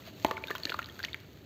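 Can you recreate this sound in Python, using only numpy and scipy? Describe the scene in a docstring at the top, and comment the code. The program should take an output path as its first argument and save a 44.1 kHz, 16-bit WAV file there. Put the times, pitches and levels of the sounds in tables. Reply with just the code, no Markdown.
"""Sand crumbled into water

A hand crumbles dry sand over a plastic basin of water, close by. Clumps slap the surface and open
hollow cavities; crumbs tick and trap bubbles, which ring for a few ms as damped oscillators.
Fine sand fizzes and coarse grains tick in between. These sounds faintly excite the basin's modes
and the room's reverberation, and a low rumble lies underneath."""
import sys
import numpy as np
from scipy import signal
from scipy.fft import rfft, irfft
from scipy.io import wavfile
from scipy.ndimage import uniform_filter1d

SR = 44100
rng = np.random.default_rng(int(sys.argv[2]) if len(sys.argv) > 2 else 0)


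def bounce(signal):
    """Save signal as a 16-bit WAV file at the path given by the first command-line argument."""
    frames = np.transpose(np.atleast_2d(signal))
    limited = np.clip(frames, -1, 1)
    pcm = np.round(limited * 32767).astype(np.int16)
    wavfile.write(sys.argv[1], SR, pcm)


N = 63945

# flow of falling sand: time_s, gain_db
SAND_FLOW = [(0, -6), (.075, -14.5), (0.132, -11), (.22, -3.5), (.3, -2), (.41, -10.5), (0.518, -2.5),
             (.61, -6.5), (.7, 1), (.84, -12.5), (.93, -8.5), (1.04, -6), (1.14, -10.5), (1.25, -13.5),
             (1.45, -15.5)]
# clumps hitting the water: start_s, slap_db, cavity_hz, cavity_db, cavity_decay_ms
CLUMP_IMPACTS = [(0.2476, -5, 298.4, -12.5, 3.48), (0.3115, -17.5, 482, -21.5, 3.63),
                 (0.4396, -51.5, 507, -30, 2.94), (.5060, -22.5, 410.8, -21, 2.55),
                 (0.5518, -28, 1057, -24.5, 2.48), (0.6544, -14.5, 272.4, -26.5, 4.76),
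                 (0.7016, -18, 451.4, -28.5, 2.72), (0.742, -29.5, 1001, -33, 4.54)]
GRAINS_PER_S, CAVITY_ONSET_MS = 5000, 0.717
EVENT_MS = np.arange(SR // 20) * 1000 / SR  # time axis of one short event


def undb(db):
    """Decibels to amplitude ratio."""
    return 10 ** (np.asarray(db) / 20)


def level(x, db):
    """Scale to an rms level."""
    return x * undb(db) / np.sqrt(np.mean(x ** 2))


def add(out, start_s, x):
    """Superpose a short sound on the output."""
    i = max(0, int(start_s * SR))
    out[i:i + len(x)] += x[:max(0, N - i)]


def colour(x, points):
    """Minimum-phase filter through (frequency_hz, gain_db) points, by folding the cepstrum."""
    size = 8192
    hz, db = np.array(points).T
    grid_hz = np.maximum(np.arange(size // 2 + 1) * SR / size, 1)
    gain = undb(np.interp(np.log(grid_hz), np.log(hz), db))
    cepstrum = irfft(np.log(gain))
    cepstrum[1:size // 2] *= 2
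    cepstrum[size // 2 + 1:] = 0
    return signal.fftconvolve(x, irfft(np.exp(rfft(cepstrum))))[:N]


def ring(hz, decay_ms, onset_ms=0.0536, rise=0.00276):
    """Damped oscillator that glides upward, as a bubble's pitch rises on nearing the surface."""
    pitch_hz = hz * (1 + rise * np.minimum(EVENT_MS / decay_ms - 1, 4))
    envelope = np.exp(-EVENT_MS / decay_ms) * (1 - np.exp(-EVENT_MS / onset_ms))
    return np.sin(2 * np.pi * np.cumsum(pitch_hz) / SR) * envelope


def impact(width_ms=0.0296, spray_db=-11, spray_ms=1.198):
    """Impact transient: one push and rebound of the surface, with a noise burst of spray."""
    u = EVENT_MS / width_ms
    decay = np.exp(-u)
    push = (1 - u) * decay
    push -= decay * push.sum() / decay.sum()  # the rebound cancels the push
    spray = rng.standard_normal(len(EVENT_MS)) * np.exp(-EVENT_MS / spray_ms)
    return push + undb(spray_db) * spray


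def room_rumble():
    """Background noise of the room, strongest in the bass and fading slightly."""
    # rumble spectrum: frequency_hz, relative_density_db
    spectrum = [(20, -19), (42, -22.5), (58, -3), (73, 3), (100, 2), (170, -5.5), (300, -5.5), (500, -15),
                (1000, -30), (2500, -38), (6000, -35), (15000, -36)]
    fade_db_per_s = 0.7352
    rumble = level(colour(rng.standard_normal(N), spectrum), -46)
    return rumble * undb(-fade_db_per_s * np.arange(N) / SR)


def fine_sand():
    """Shot noise of grains, flickering hiss of dust and resonance of tiny bubbles follow the flow."""
    # spectrum of grains and dust: frequency_hz, relative_density_db
    spectrum = [(200, 7.5), (600, 17), (1200, 2), (2200, 6.5), (4000, 6), (6500, 7.5), (9000, 15.5),
                (15000, 3.5)]
    flicker_db, flicker_ms, grain_spread_db = 3.5, 3, 6.5
    bubbles_per_s, low_hz, high_hz, decay_cycles = 330, 1098.6, 4807, 6.32
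    flow = undb(np.interp(np.arange(N) / SR, *np.array(SAND_FLOW).T))
    wander = uniform_filter1d(rng.standard_normal(N), int(flicker_ms * SR / 1000))
    flicker = undb(level(wander, 0) * flicker_db)
    grains = (rng.random(N) < GRAINS_PER_S / SR) * rng.choice([-1, 1], N)
    grains = grains * undb(grain_spread_db * rng.standard_normal(N))
    patter = level(colour(grains, spectrum), -46)
    hiss = level(colour(flicker * rng.standard_normal(N), spectrum), -47)
    fizz = np.zeros(N)
    for when, pitch, size, sustain in rng.random((int(bubbles_per_s * N / SR), 4)):
        hz = low_hz * (high_hz / low_hz) ** pitch
        decay_ms = 1000 * decay_cycles * (.5 + sustain) / hz
        db = -52 + 4 * min(-np.log(size), 2)
        add(fizz, when * N / SR, undb(db) * ring(hz, decay_ms))
    return flow * (patter + hiss + fizz)


def grit():
    """Coarse grains land with heavily damped ticks, louder as the flow swells; a few hard ones click."""
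    # single hard grains hitting the water: start_s, level_db
    clicks = [(0.199, -31.5), (.582, -20), (.6005, -27), (0.924, -34.5), (1.2026, -31.5), (1.3318, -36.5),
              (1.3734, -34.5)]
    ticks_per_s, lowest_hz, decay_ms, spread_db = 110, 6380, 0.127, 5.5
    out = np.zeros(N)
    for k, (lag, size, pitch) in enumerate(rng.random((int(ticks_per_s * N / SR), 3))):
        start_s = (k + lag) / ticks_per_s
        flow_db = np.interp(start_s, *np.array(SAND_FLOW).T)
        db = -26 + flow_db + spread_db * (2 * size - 1)
        add(out, start_s, undb(db) * ring(lowest_hz * 2 ** (pitch ** 2), decay_ms))
    for start_s, db in clicks:
        add(out, start_s, undb(db) * (impact() + ring(lowest_hz, decay_ms)))
    return out


def crumbling_lump():
    """Fracture: the lump gives way between the fingers with a crunch of impulses and a hollow knock."""
    # crunch spectrum: frequency_hz, relative_density_db
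    spectrum = [(100, 21.5), (400, -25.5), (650, -3), (1000, -2.5), (3500, -4), (15000, -7.5)]
    crack_s, half_width_s = .075, 0.0282
    grains = (rng.random(N) < GRAINS_PER_S / SR) * rng.standard_normal(N)
    swell = np.exp(-((np.arange(N) / SR - crack_s) / half_width_s) ** 2)
    out = swell * level(colour(grains, spectrum), -40)
    add(out, crack_s, undb(-42) * ring(hz=655, decay_ms=6.2, onset_ms=CAVITY_ONSET_MS))
    return out


def clumps():
    """Cavity resonance: each clump slaps the water and opens a hollow whose air rings briefly."""
    out = np.zeros(N)
    for start_s, slap_db, hz, cavity_db, decay_ms in CLUMP_IMPACTS:
        slap = undb(slap_db) * impact(width_ms=0.0612, spray_db=-12.5)
        cavity = undb(cavity_db) * ring(hz, decay_ms, CAVITY_ONSET_MS, rise=0.0242)
        add(out, start_s, slap + cavity)
    return out


def wash():
    """Water thrown up by the first clump falls back as band-limited noise with exponential decay."""
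    band_hz, decay_s = [722, 1304], 0.135
    since_s = np.arange(N) / SR - CLUMP_IMPACTS[0][0]
    band = signal.butter(3, band_hz, "band", fs=SR, output="sos")
    water = level(signal.sosfilt(band, rng.standard_normal(N)), -51)
    return water * (since_s > 0) * np.exp(-np.abs(since_s) / decay_s)


def crumbs():
    """Bubble resonance: each crumb ticks and traps ringing air, from which three bubbles break off."""
    # bubbles trapped by crumbs: start_s, pitch_hz, level_db, decay_ms, entry_tick_db
    bubbles = [ (0.2478, 878.2, -9.5, 2.89, -24), (.2505, 634, -13, 1.39, -50),
               (0.258, 2108, -43, 8.6, -52), (0.265, 4080, -33, 0.63, -19.5),
               (0.285, 913.5, -32.5, 7.3, -48.5), (0.3109, 1146, -18, 3.5, -35.5),
               (0.3116, 1801, -21.5, 0.93, -50.5), (0.3695, 2243, -28.5, 2.98, -51.5),
               (0.378, 1416, -28.5, 2.5, -44.5), (0.439, 2406, -24, 1.84, -35),
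               (0.4719, 3596, -32.5, 1.02, -21.5), (0.4819, 1560, -36.5, 8.35, -34),
               (0.483, 3708, -36.5, 4.2, -27.5), (.4997, 1940, -26, 0.67, -40.5),
               (0.5044, 1201, -25, 3.9, -26), (.5075, 4440, -39, 0.8, -17), (0.5114, 1765, -22, 2.88, -31),
               (0.5522, 1467, -27, 2.49, -17.5), (0.5593, 3208, -33.5, 3.67, -23),
               (0.6341, 4407, -25, 1.63, -23.5), (0.6537, 4564, -4, 0.1317, -38),
               (0.6698, 1783, -33.5, 4.8, -38.5), (0.6954, 2434, -14.5, 0.327, -24),
               (0.698, 3370, -29, 1.7, -46.5), (0.703, 4890, -30, 1.46, -50),
               (0.7205, 1447, -21, 2.47, -27), (0.7259, 4090, -31.5, 0.71, -58),
               (0.7415, 4190, -28, 0.614, -24.5), (.7440, 1194, -20.5, 2.53, -57.5),
               (0.7894, 2385, -39, 0.96, -19), (0.7912, 1388, -18.5, 2.99, -19),
               (.8180, 1840, -37.5, 5.45, -27), (0.8274, 2670, -28, 0.75, -26),
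               (0.8439, 4010, -28, 0.498, -29.5), (0.8592, 4836, -33.5, 2.07, -25.5),
               (0.8882, 1822, -40, 5.93, -28), (0.898, 3310, -37.5, 1.62, -44.5),
               (0.992, 1536, -33.5, 4.5, -21), (1.0016, 1574, -29.5, 2.72, -28),
               (1.03, 4220, -13, 0.083, -21), (1.0369, 4674, -25, 1.65, -49),
               (1.0404, 1874, -22.5, 2.56, -29.5), (1.0477, 5626, -15.5, 0.32, -39.5),
               (1.0493, 3008, -16, 0.413, -17), (1.0843, 2185, -35, 3.48, -46),
               (1.1313, 3716, -28.5, 1.36, -63), (1.1444, 2211, -19, 0.928, -22)]
    spatter_db, spatter_window_s, spatter_decay_ms = -11.5, 0.006, 0.808
    out = np.zeros(N)
    for start_s, hz, db, decay_ms, tick_db in bubbles:
        add(out, start_s, undb(tick_db) * impact() + undb(db) * ring(hz, decay_ms))
        for lag, pitch in rng.random(size=(3, 2)):
            octaves = 0.7946 * (2 * pitch - .5)
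            spatter = ring(hz * 2 ** octaves, min(decay_ms, spatter_decay_ms))
            add(out, start_s + lag * spatter_window_s, undb(db + spatter_db) * spatter)
    return out


def basin_and_room(x):
    """Convolution with an impulse response: the basin's normal modes and the room's short, dull tail."""
    # modes of the basin: pitch_hz, relative_level_db, t60_s
    modes = [(378.64, -2, 0.89), (468.8, -10, 0.397), (650.5, -5.5, 0.57), (700.2, 14.5, 0.033),
             (871.2, -9.5, 0.837), (887.8, -8.5, 1), (1045.2, 15, 0.0363), (1773, -2.5, 0.18)]
    basin_db, room_db, room_t60_s, room_delay_s, room_top_hz = -58.5, -15, 0.656, 0.011, 3190
    t = np.arange(SR // 2) / SR
    basin = sum(undb(db + basin_db - 60 * t / t60_s) * np.sin(2 * np.pi * hz * t)
                for hz, db, t60_s in modes)
    tail = rng.standard_normal(len(t)) * undb(-60 * t / room_t60_s) * (t > room_delay_s)
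    lowpass = signal.butter(1, room_top_hz, fs=SR, output="sos")
    tail = signal.sosfilt(lowpass, tail / np.linalg.norm(tail))
    return signal.fftconvolve(x, basin + undb(room_db) * tail)[:N]


def scene():
    """Superposition of the direct sound, the response of basin and room, and the rumble."""
    rumble = room_rumble()
    direct = clumps() + wash() + crumbs() + crumbling_lump() + fine_sand() + grit()
    return (direct + basin_and_room(direct) + rumble)[None]


def record(dry):
    """An equaliser curve notches the treble; faint microphone hiss and band limits follow."""
    # equaliser curve: frequency_hz, gain_db
    equaliser = [(20, -9.5), (4600, 2.5), (4750, -7), (5900, -9.5), (6500, -4.5), (8400, -22.5),
                 (8600, -35), (11500, -30.5), (11650, -10), (15400, -4.5), (15900, -27.5)]
    hiss_db, low_cut_hz, top_hz = -82, 60, 16660
    x = colour(dry[0], equaliser) + undb(hiss_db) * rng.standard_normal(N)
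    x = signal.sosfilt(signal.butter(6, low_cut_hz, "high", fs=SR, output="sos"), x)
    return signal.sosfilt(signal.ellip(8, .2, 70, top_hz, fs=SR, output="sos"), x)[None]


dry = scene()
out = record(dry)
bounce(out)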